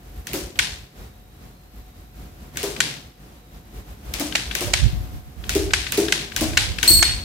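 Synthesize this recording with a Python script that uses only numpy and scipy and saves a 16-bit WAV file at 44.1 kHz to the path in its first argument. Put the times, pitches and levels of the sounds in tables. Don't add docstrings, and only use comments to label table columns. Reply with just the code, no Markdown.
import sys
import numpy as np
from scipy import signal
from scipy.fft import rfft, irfft, next_fast_len
from scipy.io import wavfile
from scipy.ndimage import uniform_filter1d, map_coordinates

SR = 44100
rng = np.random.default_rng(int(sys.argv[2]) if len(sys.argv) > 2 else 0)


def volts_from_db(level):
    exponent = np.asarray(level, float) / 20
    return 10 ** exponent


def output_pcm(signal):
    pcm = np.clip(np.atleast_2d(signal).T, -1, 1) * 32767
    wavfile.write(sys.argv[1], SR, np.round(pcm).astype(np.int16))


N = 319284

# start_s, peak_db, treble_db, bounce_db
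RELEASES = [
    (0.2697, -19, -8.5, -6.5),
    (2.5703, -12, -12, 11),
    (4.138, -16.5, -4, -3),
    (4.5505, -12.5, -4, 7),
    (5.4936, -12.5, -5.5, -13),
    (5.921, -10, -6, 0),
    (6.3631, -9.5, -12, -9),
    (6.8295, -7, -9.5, -6.5),
]
# pitch_hz, width_hz, level_db
RELEASE_FRAME = [(1500, 123, 5.5), (2600, 2100, -2), (4620, 1070, -2.5), (5900, 830, -1.5), (8100, 870, -8)]
# pitch_hz, level_db
RELEASE_TAIL = [(530, -7.5), (900, -10), (1290, -9.5), (1500, -7), (2170, -0.5), (6500, -6), (15500, -15)]


def releases(out):
    frame_blows(out, RELEASES, RELEASE_FRAME, RELEASE_TAIL, blow_t60=0.0046, rise_s=0.00033, spike=0.36,
                crack_db=2.0, wet_db=-1.5, pan_db=7.0, bounce_s=0.0019)


# start_s, peak_db, treble_db, bounce_db
SNAPS = [
    (0.5899, -4.5, -4, 2.5),
    (2.8043, -4, -18, -2.5),
    (4.3528, -6, -7, 3.5),
    (4.7349, -4, -7, 10),
    (5.735, -3.5, -21, -3),
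    (6.1233, -2, -14, -8),
    (6.5719, -1.5, -4, 11),
    (7.0259, -3.5, -5, 3),
]
# pitch_hz, width_hz, level_db
SNAP_FRAME = [(783, 470, -10.5), (1490, 215, 0.5), (2157, 530, 3), (3140, 470, -0.5), (4030, 780, -2.5),
              (7340, 1580, -7.5)]
# pitch_hz, level_db
SNAP_TAIL = [(530, -30), (900, -8.5), (1230, -16), (1520, -2), (3890, -0.5), (10300, -11.5), (15000, -25),
             (15500, -50)]


def snaps(out):
    frame_blows(out, SNAPS, SNAP_FRAME, SNAP_TAIL, blow_t60=0.016, rise_s=0.000076, spike=5.43,
                crack_db=-8.0, wet_db=-6.5, pan_db=2.5, bounce_s=0.0021)


# start_s, peak_db
TICKS = [(0.556, -40), (2.557, -37), (2.7626, -27.5), (4.323, -24), (4.5101, -21), (5.438, -27),
         (5.7059, -23.5), (5.866, -22), (6.0825, -17), (6.3182, -26), (6.5327, -27.5), (6.7843, -20.5),
         (6.991, -24.5)]
# pitch_hz, width_hz, level_db
TICK_FRAME = [(1574, 260, 4.5), (2450, 400, 3), (3260, 710, 1.5), (4900, 2100, -10)]


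def ticks(out):
    treble_db, bounce_db = -9, -2.5
    rows = [(start_s, peak_db, treble_db, bounce_db) for start_s, peak_db in TICKS]
    frame_blows(out, rows, TICK_FRAME, SNAP_TAIL, blow_t60=0.015, rise_s=0.00048, spike=0.4,
                crack_db=-18, wet_db=-5.5, pan_db=11.0, bounce_s=0.0021)


def frame_blows(out, rows, frame, tone, blow_t60, rise_s, spike, crack_db, wet_db, pan_db, bounce_s):
    t = np.arange(SR // 30) / SR
    for start_s, peak_db, treble_db, bounce_db in rows:
        noise = rng.standard_normal(len(t)) + 1.28 * rng.standard_normal((2, len(t)))
        noise[:, 8] += spike * np.array([1.5, 3])
        blow = (1 - np.exp(-t / rise_s)) * fading(t, blow_t60)
        bounce = volts_from_db(bounce_db) * fading(t - bounce_s, 1.56 * blow_t60)
        share = volts_from_db(rng.normal(0, 1.93, (len(frame), 2, 1)))

        def wood(f):
            total = 0
            for k, (hz, width, db) in enumerate(frame):
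                mode = 1j * f * width / (hz * hz - f * f + 1j * f * width)
                total = total + (-1) ** k * share[k] * volts_from_db(db) * mode
            return total

        def treble(f):
            return (1j * f / 6000 / (1 + 1j * f / 6000)) ** 2

        ring = filtered((blow + bounce) * noise, wood)
        crack = filtered(fading(t, 3.7 * blow_t60) * noise, treble)
        ring = ring / np.abs(ring).max()
        crack = volts_from_db(min(treble_db, -4) + crack_db) * crack / np.abs(crack).max()
        lean = volts_from_db(np.array([[pan_db / 2], [-pan_db / 2]]))
        click = lean * ring + crack / lean ** 0.43
        add(out, start_s - 0.0002, click * volts_from_db(peak_db + 5), wet_db, tone)


# start_s, slap_db, boom_db, boom_pitch_hz, knock_db
LANDINGS = [
    (0.3338, -13.5, -21.5, 364, -23.5),
    (2.6305, -12, -22.5, 399, -22),
    (4.1977, -12, -23, 298, -21),
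    (4.6084, -11.5, -25, 350.4, -22),
    (5.5511, -10.5, -12, 391.8, -25),
    (5.9751, -9.5, -10, 399.7, -20),
    (6.4097, -8, -17.5, 308.4, -18.5),
    (6.8995, -22, -21.5, 327, -37),
    (.412, -37, -44, 339, -44),
    (4.662, -23, -32.5, 584, -40),
]
# pitch_ratio, level_db
WALL_MODES = [(.5, -21), (0.818, -5.5), (0.922, -5.5), (1.62, -20)]
# pitch_hz, level_db
SLAP_TAIL = [(590, -17), (1000, -31), (1100, -3), (1680, 2), (5850, 3.5), (14500, -2.5), (15500, -2)]


def box(out):
    t = np.arange(SR // 3) / SR
    boom_t60, ring_db, ring_t60 = 0.063, -18, 0.17

    def face(f):
        return f / (f + 1200) + 1.2j * f * 1200 / (2800 ** 2 - f * f + 1j * f * 1200)

    def card(f):
        return 1j * f * 550 / (560 ** 2 - f * f + 1j * f * 550)

    for start_s, slap_db, boom_db, hz, knock_db in LANDINGS:
        slap = fading(t, 0.013) * filtered(rng.standard_normal((2, len(t))), face)
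        slap = slap * (1 + 1.3 * fading(t, 0.0089))
        add(out, start_s, volts_from_db(slap_db - 9) * slap, 2.5, SLAP_TAIL)

        main_decay = fading(t, boom_t60) + volts_from_db(ring_db) * fading(t, ring_t60)
        boom = main_decay * np.sin(2 * np.pi * hz * t)
        for ratio, db in WALL_MODES:
            level = volts_from_db(db + rng.normal(0, 0.93))
            boom = boom + level * fading(t, 1.35 * boom_t60) * np.sin(2 * np.pi * ratio * hz * t)
        knock = filtered(filtered(rng.standard_normal(len(t)), card), card)
        knock = unit(knock) * fading(t, 0.12)
        thump = volts_from_db(boom_db + 10.5) * boom + volts_from_db(knock_db - 3.0) * knock
        thump = thump * (1 - np.exp(-(t / 0.0077) ** 2))
        add(out, start_s + 0.00215, thump * volts_from_db([[0.5], [-0.5]]), wet_db=1.5)


# pitch_hz, level_db, t60_s
BELL_MODES = [(4306, -8, .3), (4330, -6, .4), (4358, 1, .6), (4386, -2, .5), (7530, -7, .25),
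              (8170, -8, .2), (8255, -2, .35), (8296, 0, .4), (8340, -5, .25), (12190, -7, .25),
              (12283, -6, .3), (12700, -9, .18), (13310, -9, .2), (14800, -7, .2)]
# pitch_hz, level_db, t60_s
GRAZE_MODES = [
    (13400, -28, .08),
    (14950, -36, 0.21),
]


def bell(out):
    t = np.arange(SR * 2 // 5) / SR
    strike_s, strike_db = 6.8775, -14.5
    hiss = filtered(rng.standard_normal((2, len(t))), lambda f: (f / (f + 4000)) ** 2)
    rattle = hiss * (volts_from_db(-16) * fading(t, 0.018) + volts_from_db(3.5) * fading(t, 0.31))
    add(out, strike_s, volts_from_db(strike_db) * (chime(BELL_MODES, t, shiver=74) + rattle), wet_db=3.0)
    add(out, LANDINGS[0][0] - 0.003, chime(GRAZE_MODES, t, shiver=120), wet_db=0)


def chime(modes, t, shiver):
    total = 0
    for hz, db, t60 in modes:
        drift = np.cumsum(rng.standard_normal((2, len(t))), axis=1) * np.sqrt(shiver / SR)
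        phase = 2 * np.pi * hz * t + np.sqrt(hz / 4000) * drift
        total = total + volts_from_db(db) * fading(t, t60) * np.sin(phase)
    return total


# start_s, level_db
DRAUGHT = [(0, -45.5), (.3, -49), (.8, -46), (.9, -61), (1.0, -39), (1.7, -50), (2.0, -45.5), (2.7, -41.5),
           (3.1, -47.5), (3.7, -45.5), (3.99, -46.5), (4.15, -37), (5.0, -35.5), (5.35, -48), (5.5, -27.5),
           (6.25, -42.5), (7.1, -28.5), (7.24, -34.5)]
# start_s, peak_db
SWELLS = [(0.192, -30.5), (.34, -36), (.45, -33), (.6, -34), (.73, -36), (.82, -40), (1.18, -52),
          (1.45, -44), (1.8, -41), (1.88, -44), (2.18, -44), (2.44, -46), (3.06, -52), (3.56, -42),
          (3.78, -35), (3.909, -38.5), (4.08, -33), (4.49, -31.5), (6.38, -35)]
# start_s, peak_db, length_s, left_right_db
GUSTS = [(4.672, -21.5, 0.036, -11), (4.75, -25, 0.053, -18), (4.849, -6.5, 0.053, -41),
         (4.949, -18.5, 0.053, 15), (5.011, -24, 0.074, 5), (5.155, -29, 0.074, -2.5),
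         (5.282, -35, 0.043, -3.5), (5.392, -28, 0.035, -12), (5.477, -34, .06, -5),
         (5.667, -28, 0.13, -19), (6.498, -24.5, 0.11, -5), (6.62, -25.5, 0.081, -23),
         (6.709, -21, 0.039, -9), (6.78, -29, .03, -18), (6.937, -14, 0.047, -28), (6.989, -13, 0.023, -10),
         (7.12, -23.5, 0.064, -11)]
# pitch_hz, level_db (per Hz)
BUFFET = [(15, -43), (25, -105), (45, 18), (89, 6), (230, -40.5), (300, -21.5), (390, -50), (660, -120)]
# pitch_hz, level_db (per Hz)
GUST_TONE = [(20, -35), (45, 0), (65, 1), (95, -0.5), (150, -15), (250, -32), (400, -44), (660, -120)]


def draught():
    t = np.arange(N) / SR

    def puff(start_s, length_s):
        return np.exp(-((t - start_s) / length_s) ** 2 * 2.1)

    flutter_db = 4 * wobble(14)
    strength = volts_from_db(np.interp(t, *np.transpose(DRAUGHT)) + flutter_db)
    for start_s, peak_db in SWELLS:
        strength = strength + volts_from_db(peak_db) * puff(start_s, 0.037)
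    push = 0
    for start_s, peak_db, length_s, pan_db in GUSTS:
        shade_db = np.minimum(0, np.array([[pan_db], [-pan_db]]))
        push = push + volts_from_db(peak_db + shade_db) * puff(start_s, length_s)
    rumble = strength * steady(rush(BUFFET, [(50, 0.98)]), slack=0.29)
    gusts = push * steady(rush(GUST_TONE, [(50, 0.083)]), slack=0.05)
    return rumble + gusts


def steady(x, slack):
    return unit(x / np.sqrt(np.abs(uniform_filter1d(x ** 2, size=SR // 30)) + slack))


# start_s, pitch_hz, level_db
SQUEAKS = [
    [(.95, 3800, -70), (1.3, 3800, -71), (1.55, 4150, -71), (1.75, 4200, -71), (1.9, 3800, -69),
     (2.2, 4000, -73)],
    [(3.3, 3990, -73), (3.5, 3800, -70), (3.78, 3960, -71), (4.05, 3760, -73)],
]


def bearing():
    t, out = np.arange(N) / SR, np.zeros((2, N))
    for rows in SQUEAKS:
        s, hz, db = np.transpose(rows)
        breath_hz = 70 * np.array([wobble(300), wobble(300)])
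        turns = np.cumsum(np.interp(t, s, hz) + breath_hz, axis=1) / SR
        fade = np.clip(np.minimum(t - s[0], s[-1] - t) / 0.08, 0, 1)
        out += fade * volts_from_db(np.interp(t, s, db) + 5.0) * np.sin(2 * np.pi * turns)
    return out


# pitch_hz, level_db (per Hz)
HISS = [(71, -31.5), (120, -1.5), (190, -5), (684, -16.5), (1500, -21.5), (11500, -32.5), (15800, -33.5),
        (16000, -60)]
# pitch_hz, left_right_likeness
ALIKE = [(60, 0.78), (240, 0.96), (950, -0.14), (3770, 0.011), (15000, -0.17)]


def room(loud):
    t = np.arange(N) / SR
    whine = np.sin(2 * np.pi * (14424 * t + 0.04 * wobble(20) + np.array([[0], [0.2]])))
    hum = np.sin(2 * np.pi * (732 * t + 0.1 * wobble(10)))
    hiss = volts_from_db(18.5 + 1.7 * wobble(7.6)) * rush(HISS, ALIKE)
    floor = hiss + volts_from_db(9.0) * whine + volts_from_db(4.5) * hum

    open_db, knee_db = -57.5, -28
    slope, listen_s = 0.57, 0.05
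    span = max(round(listen_s * SR), 1)
    power = uniform_filter1d(loud[0] ** 2, size=span)
    power = np.abs(uniform_filter1d(power, size=span // 2 + 1))
    heard_db = 10 * np.log10(power + volts_from_db(-56) ** 2)
    return volts_from_db(open_db + slope * np.minimum(heard_db - knee_db, 0)) * floor


# pitch_hz, t60_s
ROOM = [(150, 1), (400, 1), (1500, 0.73), (4000, 0.81), (9000, 0.63), (15000, 0.29)]
# pitch_hz, level_db
ROOM_TONE = [(200, -12), (4000, -7.5), (15000, -3.5)]


def add(out, start_s, near, wet_db, tone=None):
    hz, t, z = signal.stft(rng.standard_normal((2, SR // 2)), SR, nperseg=256)
    apart = np.clip(hz / 1300, 0.4, 1)[:, None]
    z[1] = np.sqrt(1 - apart ** 2) * z[0] + apart * z[1]
    gate_db = -13 / (1 + np.exp((0.2 - t) / 0.061))
    colour_db = along(ROOM_TONE if tone is None else tone, hz)[:, None]
    decay = volts_from_db(colour_db - 60 * t / along(ROOM, hz)[:, None] + gate_db)
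    build = 1 - np.exp(-(t / 0.0037) ** 2)
    tail = signal.istft(z * decay * build, SR, nperseg=256)[1]
    returns = unit(uniform_filter1d(rng.standard_normal(tail.shape), size=90))
    tail = tail * volts_from_db(2.22 * returns)
    tail = tail * np.clip(np.arange(tail.shape[1]) / (0.0022 * SR), 0, 1)
    tail = volts_from_db(wet_db) * volts_from_db([[1.3], [-1.3]]) * tail / np.linalg.norm(tail[0])
    if tone is None:
        heard = signal.fftconvolve(near, tail, axes=1)
    else:
        heard = tail * np.linalg.norm(near)
    start = round(start_s * SR)
    out[:, start:start + heard.shape[1]] += heard
    out[:, start:start + near.shape[1]] += near


def unit(x):
    return x / np.sqrt(np.mean(x ** 2) + 1e-20)


def along(points, hz):
    f, v = np.transpose(points)
    return np.interp(np.log(hz + 1), np.log(f + 1), v)


def wobble(rate):
    knots = rng.standard_normal(int(N * rate / SR) + 4)
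    return map_coordinates(knots, [np.arange(N) * rate / SR])


def filtered(x, response):
    m = next_fast_len(x.shape[-1] + 8192)
    return irfft(rfft(x, m) * response(np.fft.rfftfreq(m, 1 / SR)), m)[..., :x.shape[-1]]


def rush(spectrum, alike):
    def shape(hz):
        turn = np.arccos(np.clip(along(alike, hz), -1, 1)) / 2
        return volts_from_db(along(spectrum, hz)) * [np.cos(turn), np.sin(turn)]

    mid, side = filtered(rng.standard_normal((2, N)), shape)
    return unit(np.array([mid + side, mid - side]))


def fading(t, t60):
    return (t >= 0) * volts_from_db(-60 * np.abs(t) / t60)


def scene():
    out = np.zeros((2, N + 2 * SR))
    releases(out)
    snaps(out)
    ticks(out)
    box(out)
    bell(out)
    loud = out[:, :N] + draught()
    return loud + room(loud) + bearing()


def band_limit(x):
    return signal.sosfilt(signal.butter(12, 16820, fs=SR, output="sos"), x)


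def record(dry):
    top, low_hz, edge_hz = 0.9, 26, 15800

    def mic(f):
        return (1j * f / low_hz / (1 + 1j * f / low_hz)) ** 2 / np.sqrt(1 + (f / edge_hz) ** 200)

    held = dry / (1 + np.abs(dry / top) ** 6) ** (1 / 6)
    return band_limit(filtered(held, mic))


dry = scene()
out = record(dry)
output_pcm(out)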